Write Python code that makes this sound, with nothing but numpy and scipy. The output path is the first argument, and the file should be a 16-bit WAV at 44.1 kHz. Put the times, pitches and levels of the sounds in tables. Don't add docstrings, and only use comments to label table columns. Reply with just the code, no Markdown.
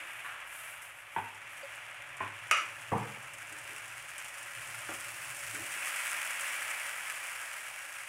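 import sys
import numpy as np
from scipy import signal
from scipy.fft import rfft, irfft
from scipy.io import wavfile

SR = 44100
rng = np.random.default_rng(int(sys.argv[2]) if len(sys.argv) > 2 else 0)


def store_pcm(level_fs):
    pcm = np.round(np.clip(level_fs, -1, 1) * 32767).astype(np.int16)
    wavfile.write(sys.argv[1], SR, np.atleast_2d(pcm).T)


def linear_from_db(decibels):
    return 10 ** (np.asarray(decibels, float) / 20)


N = 356724

# time in seconds, steam level in dB, oil spatter level in dB.
FRYING = [(0.0, -45, -61), (0.52, -47, -63.5), (0.67, -46, -63), (1.01, -50.5, -66), (1.71, -46.5, -60.5),
          (2.03, -47, -63), (2.46, -46.5, -60.5), (2.79, -47, -59), (3.31, -47.5, -59), (3.7, -46, -56),
          (4.08, -47, -57), (4.82, -44.5, -52.5), (5.5, -44.5, -50), (5.83, -39, -47.5),
          (6.08, -38.5, -47.5), (6.53, -38.5, -48), (7.89, -45.5, -53.5), (8.09, -45.5, -54)]
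# frequency in Hz, density in dB per Hz.
STEAM_ROAR = [(700, -26), (1000, -15), (1250, -4), (1600, -2), (2050, -2.5), (2650, -2.5), (3050, -8.5),
              (3550, -17), (4200, -30.5)]
LARGE_BUBBLES = [(2180, -30.5), (3700, -10.5), (4480, -5), (7000, -3), (9100, -33), (15400, -120)]
SMALL_BUBBLES = [(5200, -11), (6500, -11), (7600, -0.5), (9000, 1), (10600, -1), (11800, -6), (13200, -13),
                 (15000, -28)]
FINE_SPRAY = [(11000, -26), (12500, -9), (13800, -5), (15000, -0.5), (15900, -6)]
# time in seconds, level in dB.
HUM_LEVEL = [
    (0, -75),
    (1.95, -69.5),
    (2.2, -65),
    (3.9, -64.5),
    (4.35, -71),
    (4.6, -63.5),
    (5.5, -62),
    (6.0, -75),
    (8.09, -77),
]
STEAM_MEAN_DB = -46


def rms_one(x):
    return x / np.sqrt(np.mean(x ** 2) + 1e-20)


def in_time(rows):
    s, *columns = np.transpose(rows)
    return [np.interp(np.arange(N) / SR, s, c) for c in columns]


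def drift(rate_hz):
    r = np.exp(-2 * np.pi * rate_hz / SR)
    noise = rng.standard_normal(N + SR)
    return rms_one(signal.lfilter([1], [1, -2 * r, r * r], noise)[SR:])


def colour(x, spectrum):
    size = 8192
    hz, db = np.transpose(spectrum)
    hz = np.r_[hz[0] / 2, hz, hz[-1] * 2]
    db = np.r_[db[0] - 40, db, db[-1] - 40]
    log_hz = np.log(np.maximum(np.arange(size // 2 + 1), 1) * SR / size)
    cepstrum = irfft(np.log(linear_from_db(np.interp(log_hz, np.log(hz), db))))
    cepstrum[1:size // 2] *= 2
    cepstrum[size // 2 + 1:] = 0
    return signal.fftconvolve(x, irfft(np.exp(rfft(cepstrum))))[:len(x)]


def resonate(x, peaks, order=1):
    out = 0
    for k, (hz, width_hz, db) in enumerate(peaks):
        r = np.exp(-np.pi * max(width_hz, 3) / SR)
        section = [(1 - r * r) / 2, 0, (r * r - 1) / 2, 1, -2 * r * np.cos(2 * np.pi * hz / SR), r * r]
        sign = (-1) ** (k * order)
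        out = out + sign * linear_from_db(db) * signal.sosfilt([section] * order, x)
    return out


def echo(tail_db, t60, size):
    t = np.arange(size) / SR
    air = signal.butter(3, 12500, fs=SR, output="sos")
    noise = signal.sosfilt(air, rng.standard_normal(size))
    low = signal.sosfilt(signal.butter(2, 6500, fs=SR, output="sos"), noise)
    tail = low * linear_from_db(-60 * t / t60) + (noise - low) * linear_from_db(-60 * t / (0.3 * t60))
    out = linear_from_db(tail_db) * (1 - np.exp(-t / 0.0032)) * tail
    out[0] = 1
    return out


def tiled_walls(x, tail_db, t60, wander_db, count):
    spots = [linear_from_db(wander_db * drift(1.0)) for k in range(count)]
    total = np.sqrt(sum(spot ** 2 for spot in spots))
    out = 0
    for k, spot in enumerate(spots):
        part = np.roll(x, k * N // count)
        out = out + spot / total * signal.fftconvolve(part, echo(tail_db, t60, size=16000))[:N]
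    return rms_one(out)


def bursts(per_s, spread_db, clump_db):
    sizes = linear_from_db(spread_db * np.minimum(rng.exponential(1, N), 5)) * rng.choice([-1, 1], N)
    born = rng.random(N) < per_s * linear_from_db(clump_db * drift(25)) / SR
    return sizes * born / np.sqrt(per_s)


def knock(hits, body, contact_hz, rise_s):
    size = 24000
    out = np.zeros(N + SR)
    soft = signal.butter(3, contact_hz, fs=SR, output="sos")
    swell = 1 - np.exp(-np.arange(1, size + 1) / SR / rise_s)
    for s, peak_db, tail_db, t60 in hits:
        blow = signal.sosfilt(soft, echo(tail_db, t60, size))
        sound = swell * resonate(blow, body, order=2)
        out[round(s * SR):][:size] += linear_from_db(peak_db) * sound / np.abs(sound).max()
    return out[:N]


def low_pass(x, hz):
    return signal.sosfilt(signal.ellip(12, .5, 60, hz, fs=SR, output="sos"), x)


def sizzle():
    # frequency in Hz, width in Hz, level in dB.
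    steam_jet = [(2150, 790, 0)]
    roar_db, oil_db = in_time(FRYING)
    swing_db = oil_db + 58
    grains = rms_one(bursts(2800, spread_db=9.0, clump_db=1.5))
    pops = rms_one(bursts(130., spread_db=3.0, clump_db=4.0))
    hiss = tiled_walls(rng.standard_normal(N), tail_db=-24.5, t60=0.077, wander_db=6.0, count=4)
    surge, sputter = drift(3.7), drift(86)
    layers = ((roar_db, STEAM_ROAR, -9, -14, .3, 1.1),
              (-62.5 + 0.93 * swing_db, LARGE_BUBBLES, -7, -11, .4, .9),
              (-57 + 1.16 * swing_db, SMALL_BUBBLES, -7, -9, .4, 1.1),
              (-71 + 1.3 * swing_db, FINE_SPRAY, -8, -12, .4, .7))
    out = 0
    for level_db, spectrum, grain_db, pop_db, surge_db, sputter_db in layers:
        own_hiss = np.roll(hiss, rng.integers(N))
        source = linear_from_db(grain_db) * grains + linear_from_db(pop_db) * pops + own_hiss
        flicker_db = surge_db * surge + sputter_db * sputter + 0.067 * drift(40)
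        out = out + linear_from_db(level_db + flicker_db) * rms_one(colour(source, spectrum))
    jet_db = -61 + 2 * (roar_db - STEAM_MEAN_DB) + 0.46 * sputter
    return out + linear_from_db(jet_db) * rms_one(resonate(hiss[::-1], steam_jet, order=2))


def pour():
    # start in seconds, level in dB, hold in seconds.
    puffs = [
        (0.0, -58, 0.19),
        (0.234, -61.5, 0.042),
        (0.427, -52.5, .27),
        (0.81, -58, 0.034),
        (0.953, -63, .04),
        (1.078, -61.5, .17),
        (1.467, -62, 0.14),
    ]
    # frequency in Hz, width in Hz, level in dB.
    puff_peak = [(9800, 6000, 0)]
    t = np.arange(N) / SR
    level = 0
    for s, db, hold_s in puffs:
        rise = np.clip((t - s) / (0.45 * hold_s), 0, 1)
        fade_db = 90 * np.clip(t - s - hold_s, 0, 1)
        level = level + linear_from_db(db - fade_db) * rise
    spray = rng.standard_normal(N) + linear_from_db(0.5) * rms_one(bursts(900., spread_db=0.5, clump_db=3.5))
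    return level * rms_one(resonate(spray, puff_peak, order=2))


def appliance_hum():
    # frequency in Hz, width in Hz, level in dB.
    room_modes = [(58, 7.3, -7.5), (95, 5.3, -4), (113.5, 17, 7), (138, 40, -2)]
    hum_db, = in_time(HUM_LEVEL)
    return linear_from_db(hum_db + drift(3.0)) * rms_one(resonate(rng.standard_normal(N), room_modes))


def gas_ring():
    # frequency in Hz, density in dB per Hz.
    murmur = [(94, -16.5), (160, -7.5), (242, -9.5), (311, -2), (415, -5.5), (523, -7.5), (560, 9),
              (730, -21.5), (1230, -120)]
    # frequency in Hz, density in dB per Hz.
    gas_jets = [(290, -41.5), (500, -19.5), (561, -12), (1070, -8.5), (1150, -12), (1500, -21),
                (2530, -120)]
    swing_db = in_time(FRYING)[0] - STEAM_MEAN_DB
    hum_swing_db = in_time(HUM_LEVEL)[0] + 68
    flame_db = -66.5 + 0.68 * swing_db + 0.35 * hum_swing_db + 0.53 * drift(8.8)
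    gas_db = -57 + 0.81 * swing_db + 0.47 * drift(30)
    flame = linear_from_db(flame_db) * rms_one(colour(rng.standard_normal(N), murmur))
    return flame + linear_from_db(gas_db) * rms_one(colour(rng.standard_normal(N), gas_jets))


def far_rumble():
    # frequency in Hz, density in dB per Hz.
    rumble_spectrum = [(13, -46), (22, -32), (43, 8.5), (75, 7), (107, 4.5), (140, -43), (200, -16),
                       (260, -56), (440, -120)]
    return linear_from_db(-78) * rms_one(colour(rng.standard_normal(N), rumble_spectrum))


def tap():
    # frequency in Hz, width in Hz, level in dB.
    tap_modes = [(107, 26, 0), (228, 36, -7), (320, 104, -0.5), (550, 89, -3), (740, 110, -2),
                 (960, 180, -7), (1260, 450, -3)]
    # start in seconds, peak in dB, echo tail in dB, tail T60 in seconds.
    tap_hits = [
        (0.0, -49, -7, 1),
        (4.8895, -31, -29, 0.26),
        (4.915, -33.5, -33, 0.38),
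    ]
    return knock(tap_hits, tap_modes, contact_hz=2200, rise_s=.0007)


def drip():
    # frequency in Hz, width in Hz, level in dB.
    drip_modes = [(1160, 77, 5), (1340, 930, 8), (1690, 130, -8), (2220, 750, -1)]
    # start in seconds, peak in dB, echo tail in dB, tail T60 in seconds.
    drip_hits = [
        (.247, -31.5, -26, 0.1),
        (.262, -36, -28, 0.25),
        (.278, -38, -32, 1),
    ]
    return knock(drip_hits, drip_modes, contact_hz=3500, rise_s=0.0027)


def spits():
    # time in seconds, peak in dB, body under 4 kHz in dB.
    clear_spits = [(0.8207, -32, -5), (1.5707, -35, -11), (1.7569, -35, -8), (2.169, -32.5, -9),
                   (2.4384, -40, -5), (2.481, -37, -8), (2.6569, -36, -5), (2.812, -35, -5),
                   (2.8749, -46, -7), (3.3358, -30, -5), (3.384, -33, -5), (3.5252, -28.5, 0),
                   (3.5865, -29.5, -12), (3.7632, -29, 3), (4.181, -24, -1.5), (4.246, -27.5, -3),
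                   (4.283, -30, -8), (4.4288, -28, -16), (4.9383, -24, -2.5), (5.3018, -31, -3),
                   (5.4753, -30, 3), (5.5468, -23, -0.5), (5.7202, -25, -9), (5.857, -22, 1),
                   (5.9613, -21.5, -1), (6.098, -24, -5), (6.3087, -23, 1), (6.4097, -19.5, -11),
                   (6.48, -25, -15), (6.7042, -23, 0)]
    oil_db = in_time(FRYING)[1]
    small = np.flatnonzero(rng.random(N) < 14 / SR)
    setting_s = np.maximum(np.arange(N) / SR - 6.9, 0)
    small_db = oil_db + 19 + 6.3 * rng.uniform(-1.3, 1, N) - 12 * setting_s
    rows = [(round(s * SR), db, body_db) for s, db, body_db in clear_spits]
    rows += [(i, small_db[i], -15) for i in small]
    high, low = np.zeros((2, N + SR))
    for i, peak_db, body_db in rows:
        spit = linear_from_db(peak_db) * echo(-12.5, 0.07, size=4000)
        high[i:][:len(spit)] += spit
        low[i:][:len(spit)] += linear_from_db(body_db) * spit
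    lag = round(.0026 * SR)
    high = high + linear_from_db(-4.5) * np.roll(high, lag)
    low = low + linear_from_db(-4.5) * np.roll(low, lag)
    out = linear_from_db(9.5) * colour(high, SMALL_BUBBLES) + linear_from_db(-4) * colour(high, LARGE_BUBBLES)
    out = out + linear_from_db(-11) * colour(high, FINE_SPRAY) + linear_from_db(13) * colour(low, STEAM_ROAR)
    return out[:N]


def bowl():
    # frequency in Hz, width in Hz, level in dB.
    bowl_modes = [(104.3, 12, 0.5), (165, 71, -10), (246, 53, -8.5), (405, 85, -6.5), (764, 42, -0.5),
                  (907, 137, 6.5), (1250, 190, -10), (1553, 350, -4), (1885, 250, -7.5), (2410, 440, -10),
                  (3140, 350, -14)]
    # start in seconds, peak in dB, echo tail in dB, tail T60 in seconds.
    bowl_hits = [
        (1.162, -21, -30, 0.26),
        (1.168, -29, -28.5, 0.62),
        (1.184, -26, -36, 0.29),
    ]
    return knock(bowl_hits, bowl_modes, contact_hz=3000, rise_s=0.0016)


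def plop():
    # frequency in Hz, width in Hz, level in dB.
    plop_modes = [(556, 46, -1), (4670, 290, -23)]
    # start in seconds, peak in dB, echo tail in dB, tail T60 in seconds.
    plop_hits = [
        (1.630, -40.5, -31.5, 0.19),
    ]
    return knock(plop_hits, plop_modes, contact_hz=6000, rise_s=.001)


def ladle_down():
    # frequency in Hz, width in Hz, level in dB.
    ladle_modes = [(101, 9.5, 3.5), (188, 60, -12), (302, 140, -9), (381, 64, -8), (668, 97, -6),
                   (865, 59, 1), (1038, 105, 5.5), (1550, 450, -2), (1816, 330, -2), (2240, 720, -5)]
    # start in seconds, peak in dB, echo tail in dB, tail T60 in seconds.
    ladle_hits = [
        (2.204, -24, -30.5, 0.19),
        (2.225, -30.5, -28, 0.34),
        (2.26, -33.5, -31, .3),
        (2.322, -42, -31, 0.17),
    ]
    return knock(ladle_hits, ladle_modes, contact_hz=3300, rise_s=0.0026)


def ladle_clank():
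    # frequency in Hz, width in Hz, level in dB.
    clank_modes = [(636, 350, -9.5), (1292, 200, 7), (1424, 300, 0.5), (1590, 230, -5), (2200, 420, 4.5),
                   (2430, 190, 1), (2780, 73, 1), (2852, 110, 6.5), (3530, 490, -28), (4170, 900, -25),
                   (4940, 620, -13), (5770, 960, -9.5), (7030, 430, -9.5), (9060, 1900, -16.5),
                   (10200, 3300, -14.5), (15000, 3000, -17)]
    # start in seconds, peak in dB, echo tail in dB, tail T60 in seconds.
    clank_hits = [
        (2.5115, -9, -25.5, 0.33),
        (2.5148, -15, -35, 0.63),
        (2.53, -27, -24, 0.59),
        (2.548, -34, -35, .35),
        (2.569, -22, -18, 0.29),
        (2.688, -36, -36, 0.18),
    ]
    return knock(clank_hits, clank_modes, contact_hz=12600, rise_s=0.00025)


def handle():
    # frequency in Hz, width in Hz, level in dB.
    handle_modes = [(103, 40, -5), (200, 39, -8.5), (308, 75, -1), (426, 29, -4), (586, 38, -2)]
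    # start in seconds, peak in dB, echo tail in dB, tail T60 in seconds.
    handle_hits = [
        (2.6, -52.5, -18.5, 0.45),
        (3.3, -62, -15, 0.85),
        (3.503, -50, -25, 0.27),
        (3.679, -49, -6, 0.31),
        (5.53, -45, -27, 0.29),
        (5.58, -43, -19, 0.17),
        (5.615, -49.5, -15, 0.31),
        (5.75, -52.5, -29, .2),
    ]
    return knock(handle_hits, handle_modes, contact_hz=1000, rise_s=.02)


def pan_stand():
    # frequency in Hz, width in Hz, level in dB.
    stand_modes = [(102, 20, -14), (119, 23, 6), (136, 24, 3.5), (207, 39, 4), (300, 140, -2),
                   (448, 100, 2.5), (620, 140, -6), (754, 120, 2), (839, 54, 4.5), (899, 69, 4),
                   (990, 49, 2), (1120, 170, -1), (1840, 820, -11)]
    # start in seconds, peak in dB, echo tail in dB, tail T60 in seconds.
    stand_hits = [
        (2.917, -20, -25, 0.28),
        (2.927, -35, -7, 0.4),
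        (2.947, -27.5, -24.5, 0.56),
        (3.168, -45, -32, 0.16),
    ]
    return knock(stand_hits, stand_modes, contact_hz=1550, rise_s=0.0018)


def scene():
    steady = sizzle() + pour() + appliance_hum() + gas_ring() + far_rumble() + spits()
    knocks = tap() + drip() + bowl() + plop() + ladle_down() + ladle_clank() + handle() + pan_stand()
    mid = low_pass(steady, 15780) + low_pass(knocks, 16300)
    bass = signal.sosfilt(signal.butter(2, 300, fs=SR, output="sos"), mid)
    side = linear_from_db(-22.5) * bass * drift(44)
    return np.array([mid + side, mid - side])


def top_cut(x):
    return signal.sosfilt(signal.butter(12, 16480, fs=SR, output="sos"), x)


def record(dry):
    return top_cut(dry)


dry = scene()
out = record(dry)
store_pcm(out)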